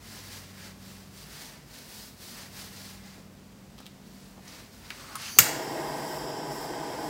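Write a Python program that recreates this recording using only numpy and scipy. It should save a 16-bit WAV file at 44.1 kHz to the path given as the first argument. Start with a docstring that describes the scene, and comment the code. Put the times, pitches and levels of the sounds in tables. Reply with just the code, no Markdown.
"""A cloth swishes over hands in a small panelled workroom, with a motor humming underneath.
A butane torch is picked up with a scrape and light knocks. Its valve clicks open, cold gas hisses
through the nozzle, and the piezo igniter snaps hard enough to overload the microphone.
The flame catches and holds: a steady low roar of turbulent burning under a bright jet hiss,
whose treble shifts as the torch moves over the table."""
import sys
import numpy as np
from scipy import signal
from scipy.fft import rfft, irfft
from scipy.io import wavfile
from scipy.ndimage import uniform_filter1d

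SR = 44100
rng = np.random.default_rng(int(sys.argv[2]) if len(sys.argv) > 2 else 0)


def dump(signal):
    """Clip the signal to [-1, 1] and save it as 16-bit WAV at the path in sys.argv[1]."""
    limited = np.clip(np.atleast_2d(signal).T, -1, 1)
    pcm = np.round(limited * 32767).astype(np.int16)
    wavfile.write(sys.argv[1], SR, pcm)


N = 312669
T, HZ = np.arange(N) / SR, np.fft.rfftfreq(N, 1 / SR)
LIT_S = 5.3867

# flame envelopes: (time [s], roar [dB], flame-front rasp before its trim [dB])
FLAME_LEVELS = [(5.5, -36, -45.5), (5.85, -34.5, -43.5), (6.2, -36, -46.5), (6.5, -37, -48),
                (6.8, -36, -46.5), (7.09, -35, -46.5)]
# turbulent combustion: (frequency [Hz], level [dB])
ROAR_SPECTRUM = [(50, -45), (110, -18), (240, -6), (290, 2), (500, -1), (1000, -1.5), (1140, -13.5),
                 (1500, -13.5), (2080, -15), (2300, -24.5), (3300, -23), (5000, -40)]
# peaks and notches that table and walls give the roar: (frequency [Hz], width [Hz], gain [dB])
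ROAR_COLOUR = [(144, 42, 15.5), (561, 29, -16), (640, 45, 4), (752, 38, -5), (825, 53, 5), (1350, 51, -11),
               (1500, 90, 2.5), (3210, 110, 6)]
# bare jet noise: (frequency [Hz], level [dB])
JET_SPECTRUM = [(1200, 0.5), (2500, -4.5), (4000, -3.5), (9000, -2.5), (15800, -4.5)]
# nozzle resonances, lit and cold: (frequency [Hz], width [Hz], gain [dB])
HOT_NOZZLE_MODES = [(4830, 340, 8.5), (5340, 670, 10.5), (6360, 740, -1), (7670, 740, 7),
                    (10270, 1000, 5.5), (11900, 1140, -7), (13900, 1000, 10)]
COLD_NOZZLE_MODES = [(4580, 720, 22), (6150, 1300, 19), (10640, 600, 15.5), (11900, 900, -3),
                     (13800, 2200, 11)]
# top of the hiss as the nozzle swings on and off axis: (time [s], gain [dB])
NOZZLE_AIM = [(5.9, -2), (6.14, 1), (6.27, -5), (6.46, -8), (6.53, -1), (6.64, -.5), (6.72, -6.5),
              (6.96, -5.5), (7.08, -2)]
# phasing of the moving hiss: (time [s], signed comb depth [ratio])
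COMB_DEPTH = [(5.6, .03), (6.0, 0.13), (6.3, -0.24), (6.6, 0.053), (7.09, 0.081)]
# igniter hammer and its rebounds: (time [s], level [dB], t60 [s], treble loss [dB/octave])
HAMMER_HITS = [(5.3869, 2, 0.019, -2), (5.3887, -3, 0.016, 5), (5.3909, -4.5, 0.022, -2)]
# bare impact: (frequency [Hz], level [dB])
IMPACT_SPECTRUM = [(40, -35), (130, -4), (400, -7.5), (900, -6.5), (2000, 1.5), (8000, 2), (11000, -1.5),
                   (16000, -2.5), (19000, -17)]
# heavily damped torch body: (frequency [Hz], width [Hz], gain [dB])
TORCH_MODES = [(1380, 400, 10), (2090, 720, 6), (2710, 340, 3.5), (3840, 1100, -5.5), (4630, 210, 8.5),
               (5200, 260, 5.5), (6300, 470, 4.5), (7090, 860, 12), (8230, 470, 6.5), (10100, 610, -3),
               (12840, 570, 11.5), (13800, 480, 19.5), (14700, 440, 10)]
# unlit gas: (time [s], valve seat hiss [dB], nozzle hiss [dB])
GAS_LEVELS = [(5.15, -57, -75), (5.2, -42.5, -54), (5.245, -39.5, -48), (5.29, -40, -43), (5.33, -49, -42),
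              (5.39, -48, -41)]
# rasp at the valve seat: (frequency [Hz], level [dB])
SEAT_SPECTRUM = [(350, -37), (600, -10), (1170, -2), (2140, 0.5), (3020, 0), (3410, -3.5), (5140, -1),
                 (15800, -21)]
# the valve clicking open: (time [s], ring [dB], tick [dB])
OPENING_CLICKS = [(5.146, -38.5, -60), (5.155, -32, -29.5), (5.219, -55, -40)]
# resonance of the valve's tick: (frequency [Hz], width [Hz], gain [dB])
TICK_MODE = [(9400, 1000, 10)]
# scrape of the turning valve knob: (time [s], level [dB])
KNOB_LEVEL = [(4.93, -72), (5.01, -53.5), (5.06, -59), (5.12, -50.5), (5.16, -54), (5.2, -61)]
# fingers and table knocking the torch: (time [s], tick [dB], body [dB], body pitch [Hz], body t60 [s])
TORCH_KNOCKS = [(3.18, -66, -45, 400, .04), (3.782, -52, -46, 900, .02), (3.788, -51, -45, 3600, .014),
                (3.803, -48, -42.5, 1000, .017), (3.858, -53, -42, 3700, .008),
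                (3.865, -45, -37.5, 3600, 0.0083), (4.376, -64, -47, 600, 0.069),
                (4.478, -50, -46, 5200, .06), (4.904, -40, -33, 2020, 0.035),
                (4.905, -48, -34.5, 3900, .018), (5.366, -63, -39, 450, 0.057)]
# cloth on the hands, later on the torch: (start [s], length [s], base level [dB], lightness [dB])
CLOTH_STROKES = [(0.035, 0.26, -49.5, -5.0), (0.28, 0.13, -46.5, -4.5), (0.4, 0.15, -54.5, -6),
                 (0.565, 0.16, -50, -6.0), (0.804, 0.17, -53.0, -4.5), (0.93, 0.16, -57.0, -5),
                 (1.128, 0.15, -51.5, -4.0), (1.285, 0.24, -48, -5.0), (1.522, 0.083, -55, -8),
                 (1.7, 0.17, -51.0, -4.5), (1.87, 0.24, -49.5, -3), (2.194, 0.2, -49, -3.0),
                 (2.339, 0.14, -47.5, -5.5), (2.535, 0.15, -46.0, -4.5), (2.7, 0.26, -49.5, -4.5),
                 (2.925, 0.3, -57.5, -6.5), (4.04, 0.32, -60.5, -4.5), (4.449, 0.21, -52, -6.5),
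                 (4.7, 0.12, -56.5, -4.0), (4.83, 0.4, -52, -6.5)]
# swell in mid-stroke: (rub [dB], swish [dB], fizz [dB])
STROKE_SWELL = [0.3, 2, 0.5]
# sliding fibres: (frequency [Hz], level [dB])
CLOTH_SPECTRUM = [(150, -36), (300, -5.5), (660, -5), (1000, -3.5), (1200, -5), (1850, -2), (2400, -4.5),
                  (3600, -3.5), (4600, 0), (5600, -2.5), (7000, -6.5), (7700, -6.5), (11200, -12.5),
                  (15800, -12.5)]
# octave of the motor hum: (time [s], level [dB])
HUM_OCTAVE = [(0.1, -64.5), (0.72, -52), (1.12, -54.5), (1.6, -71), (2.2, -66), (2.32, -56.5), (3.1, -51.5),
              (3.45, -56.5), (4.48, -53.5), (4.85, -76)]
# still air of the room: (frequency [Hz], level [dB])
AIR_SPECTRUM = [(20, -36), (32, -17), (45, -10), (120, -11), (200, -9.5), (270, -9), (330, -13.5),
                (550, -17), (900, -21.5), (1500, -25.5), (4000, -32), (7800, -33), (9000, -38.5),
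                (15800, -38)]
# low room resonances: (frequency [Hz], width [Hz], gain [dB])
AIR_MODES = [(54, 11, 9), (78, 8, 2), (108, 8, 0), (116, 8, 4.5), (145.4, 32, 8), (214.4, 14, 6.5),
             (235.4, 36, 2.5)]
# reverb decay: (frequency [Hz], t60 [s])
REVERB_T60 = [(150, 0.66), (1000, 0.75), (2500, 0.7), (7000, 0.54), (11000, 0.36), (16000, 0.41)]


def flame(rasp_trim_db=-1, hiss_db=-45, top_db=-50.5, catch_s=0.072, comb_delay_s=0.000478):
    """Turbulent burning roars low; the jet hisses through the hot nozzle, which beams its treble."""
    roar_db, rasp_db = curves(FLAME_LEVELS)
    aim_db, = curves(NOZZLE_AIM)
    flutter_db = 0.5 * wander(rate_hz=53)
    burning = noise(spectrum(ROAR_SPECTRUM) + resonances(ROAR_COLOUR))
    front = irfft(rfft(burning) * above(1190), N)
    roar = (burning - front) * amp(roar_db + flutter_db) * ramp(LIT_S, catch_s)
    rasp = ripple(front, depth_db=-3, drift_hz=0.13) * amp(rasp_db + rasp_trim_db + flutter_db)
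    jet = noise(spectrum(JET_SPECTRUM) + resonances(HOT_NOZZLE_MODES))
    jet = ripple(jet, depth_db=-8, drift_hz=0.31)
    top = irfft(rfft(jet) * above(8360), N)
    hiss = rasp + unit(jet - top) * amp(hiss_db + 0.3 * aim_db) + unit(top) * amp(top_db + aim_db)
    phasing = curves(COMB_DEPTH)[0] * np.roll(hiss, round(comb_delay_s * SR))
    return (roar + hiss + phasing) * ramp(LIT_S, 0.027)


def igniter(pop_db=-27):
    """A sprung hammer hits the piezo crystal and rattles the torch; the gas catches with a soft pop."""
    direct, send = np.zeros(N), np.zeros(N)
    body = resonances(TORCH_MODES)
    for s, db, t60, treble_loss in HAMMER_HITS:
        blow = spectrum(IMPACT_SPECTRUM) - treble_loss * np.log2(1 + HZ / 2000)
        add(direct, s, amp(db) * burst(blow + body, t60))
        # the room gathers sound from all directions, which evens out the resonances
        add(send, s, amp(db) * burst(blow + 0.48 * body, t60))
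    add(direct, LIT_S, amp(pop_db) * burst(band(hz=140, width_hz=80), t60=0.12))
    return direct + reverb(send, early_db=-9.5, early_t60=0.099, tail_db=-11.5)


def cold_gas():
    """Gas first rasps at the barely open valve seat, then sounds the cold nozzle until it is lit."""
    seat_db, nozzle_db = curves(GAS_LEVELS)
    seat = amp(seat_db) * noise(spectrum(SEAT_SPECTRUM))
    nozzle = amp(nozzle_db) * noise(spectrum(JET_SPECTRUM) + resonances(COLD_NOZZLE_MODES))
    return (seat + nozzle) * ramp(5.14, 0.02) * (1 - ramp(LIT_S, 0.022))


def handling(lift_s=3.775, lift_db=-54.5):
    """The torch scrapes its neighbours on the way up and takes knocks; its valve scrapes and clicks."""
    foley, tick = np.zeros(N), spectrum(IMPACT_SPECTRUM)
    for s, tick_db, body_db, hz, t60 in TORCH_KNOCKS:
        body = band(hz, width_hz=780 + 0.44 * hz)
        add(foley, s, amp(tick_db) * burst(tick, t60=0.022) + amp(body_db) * burst(body, t60))
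    for s, ring_db, tick_db in OPENING_CLICKS:
        add(foley, s, amp(ring_db) * burst(band(hz=1230, width_hz=460), t60=0.047))
        add(foley, s, amp(tick_db) * burst(tick + resonances(TICK_MODE), t60=0.022))
    knob = scrape(hz=1200, width_hz=650, judder_db=4) * amp(curves(KNOB_LEVEL)[0])
    foley += knob * ramp(4.92, 0.02) * (1 - ramp(5.2, 0.02))
    lift = scrape(hz=3600, width_hz=3800, judder_db=2.5) * amp(lift_db)
    foley += lift * ramp(lift_s, 0.008) * (1 - ramp(lift_s, 0.105))
    return foley + reverb(foley, early_db=-5.5, early_t60=0.093, tail_db=-9)


def cloth(snags_per_s=700, snag_db=-12, rustle_db=-66.5, usual_lightness_db=-5):
    """Countless fibres slip under each stroke, a few snag; light strokes trade dull rub for fizz."""
    snags = (rng.random(N) < snags_per_s / SR) * rng.standard_normal(N)
    snags *= amp(2 * np.minimum(rng.exponential(1, N), 4))
    fibres = ripple(rng.standard_normal(N), depth_db=-12.5, drift_hz=0.398)
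    slips = rfft(fibres + amp(snag_db) * unit(snags)) * amp(spectrum(CLOTH_SPECTRUM))
    middle, top = above(2870), above(9000)
    layers = np.array([unit(irfft(slips * share, N)) for share in (1 - middle, middle - top, top)])
    balance_db = np.array([-3, -0.33, 1.6])  # rub, swish, fizz
    rustle = amp(rustle_db) * (1 - ramp(5.18, 0.05))  # clothes stir faintly between the strokes
    power = np.outer(amp(balance_db + [0, 0, usual_lightness_db]), rustle) ** 2
    for start, length, db, lightness_db in CLOTH_STROKES:
        rub_loss_db = 1.6 * (lightness_db - usual_lightness_db)
        gains = amp(db + balance_db + [-rub_loss_db, 0, lightness_db])
        power += (gains[:, None] * stroke(start, length)) ** 2
    return (np.sqrt(power) * layers).sum(0) * amp(0.7 * wander(rate_hz=30))


def stroke(start, length, fade_s=0.054):
    """Envelopes of rub, swish and fizz: the hand gathers speed, peaks in mid-stroke and slows."""
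    attack = (1 + np.tanh((T - start) / fade_s)) / 2
    release = (1 + np.tanh((start + length - T) / fade_s)) / 2
    arch = np.sin(np.pi * ramp(start, length)) - 2 / np.pi
    return attack * release * amp(np.outer(STROKE_SWELL, arch))


def motor(hum_hz=95.8, hum_db=-53.5, fade_db_per_s=1.46, beat_s=2.28, dip_s=1.68):
    """A hum wavers in pitch; its fundamental beats slowly and fades while the octave comes and goes."""
    phase = 2 * np.pi * np.cumsum(hum_hz * (1 + 0.0028 * wander(rate_hz=1.3))) / SR
    beat = 1 - 0.82 * np.cos(np.pi * (T - dip_s) / beat_s) ** 2
    fundamental = amp(hum_db - fade_db_per_s * T) * beat * unit(np.sin(phase))
    return fundamental + amp(curves(HUM_OCTAVE)[0]) * unit(np.sin(2 * phase))


def room_tone(level_db=-52):
    """A bed of still air, coloured by the room's low resonances."""
    return amp(level_db) * noise(spectrum(AIR_SPECTRUM) + resonances(AIR_MODES))


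def reverb(x, early_db, early_t60, tail_db):
    """Reflections alone: quick scatter off the table, then a diffuse tail whose treble dies first."""
    t = np.arange(SR * 3 // 4) / SR
    hz, s, frames = signal.stft(rng.standard_normal(len(t)), SR, nperseg=256)
    decay = amp(-60 * s / spectrum(REVERB_T60, hz)[:, None])
    tail = signal.istft(frames * decay, SR, nperseg=256)[1][:len(t)]
    tail *= np.clip(t / 0.0038, 0, 1)
    early = rng.standard_normal(len(t)) * amp(-60 * t / early_t60)
    early *= (t > 0.002) * (rng.random(len(t)) < 0.08)  # sparse echoes after a pre-delay
    response = amp(early_db) * early / np.linalg.norm(early) + amp(tail_db) * tail / np.linalg.norm(tail)
    return signal.fftconvolve(x, response)[:N]


def ripple(x, depth_db, drift_hz):
    """Reflections cut fine peaks and dips into a steady sound; they shift as the source moves."""
    a, b = (reverb(x, early_db=depth_db, early_t60=0.08, tail_db=depth_db - 6) for _ in range(2))
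    turn = 2 * np.pi * drift_hz * T
    return unit(x + np.cos(turn) * a + np.sin(turn) * b)


def burst(colour_db, t60, size=8192):
    """A fast-dying rattle of contacts rings a body with the given spectrum; it starts near rms 1."""
    decay = amp(-60 * np.arange(size) / SR / t60)
    rattle = np.fft.fft(rng.standard_normal(size) * decay)
    colour = amp(np.interp(abs(np.fft.fftfreq(size, 1 / SR)), HZ, np.maximum(colour_db, -80)))
    log_gain = np.log(colour / uniform_filter1d(abs(rattle), size=15, mode="wrap"))
    body = np.exp(np.conj(signal.hilbert(log_gain)))  # minimum phase: rings only after each contact
    hit = np.fft.ifft(rattle * body).real * np.linspace(1, 0, size)
    return unit(hit) * np.sqrt(np.mean(decay ** 2))


def scrape(hz, width_hz, judder_db):
    """Stick and slip excite one broad resonance unevenly."""
    return noise(band(hz, width_hz)) * amp(judder_db * wander(rate_hz=77))


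def noise(colour_db):
    """Noise of rms 1 with the given spectrum."""
    return unit(irfft(rfft(rng.standard_normal(N)) * amp(colour_db), N))


def wander(rate_hz):
    """Smooth random modulation of rms 1."""
    return unit(irfft(rfft(rng.standard_normal(N)) / (1 + (HZ / rate_hz) ** 4), N))


def band(hz, width_hz):
    """One resonance with steep skirts, in dB over frequency."""
    offset = (HZ - hz) / width_hz
    return -20 * np.log10(1 + 2 * offset ** 2 + (2 * offset) ** 4 / 2)


def resonances(rows):
    """Bell-shaped peaks and notches, in dB over frequency."""
    return sum(db * 0.5 ** ((2 * (HZ - hz) / width) ** 2) for hz, width, db in rows)


def above(hz):
    """High side of a soft crossover, as gain over frequency."""
    return 1 / (1 + (hz / (HZ + 1)) ** 12)


def spectrum(points, hz=HZ):
    """Reads a table on a log-frequency axis."""
    f, value = np.transpose(points)
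    return np.interp(np.log(hz + 1), np.log(f + 1), value)


def curves(rows):
    """One automation curve for each column after the time."""
    s, *columns = np.transpose(rows)
    return [np.interp(T, s, c) for c in columns]


def ramp(start, length):
    """Linear fade from 0 to 1."""
    return np.clip((T - start) / length, 0, 1)


def amp(db):
    """Decibels to gain."""
    return 10 ** (np.asarray(db) / 20)


def unit(x):
    """Scales to rms 1."""
    return x / np.sqrt(np.mean(x ** 2) + 1e-20)


def add(mix, s, sound):
    """Drops a sound into the mix at time s."""
    part = mix[round(s * SR):][:len(sound)]
    part += sound[:len(part)]


def scene():
    """All layers in one mono mix."""
    return (room_tone() + motor() + cloth() + handling() + cold_gas() + igniter() + flame())[None]


def record(dry, low_cut_hz=30, high_cut_hz=15870):
    """The microphone sheds the deepest bass, the snap clips the input, and a steep high cut follows."""
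    low_cut = signal.butter(2, low_cut_hz, "highpass", fs=SR, output="sos")
    clipped = np.clip(signal.sosfilt(low_cut, dry), -1, 1)
    high_cut = signal.firwin(511, high_cut_hz, window=("kaiser", 9), fs=SR)
    return signal.oaconvolve(clipped, high_cut[None], "same")


dry = scene()
out = record(dry)
dump(out)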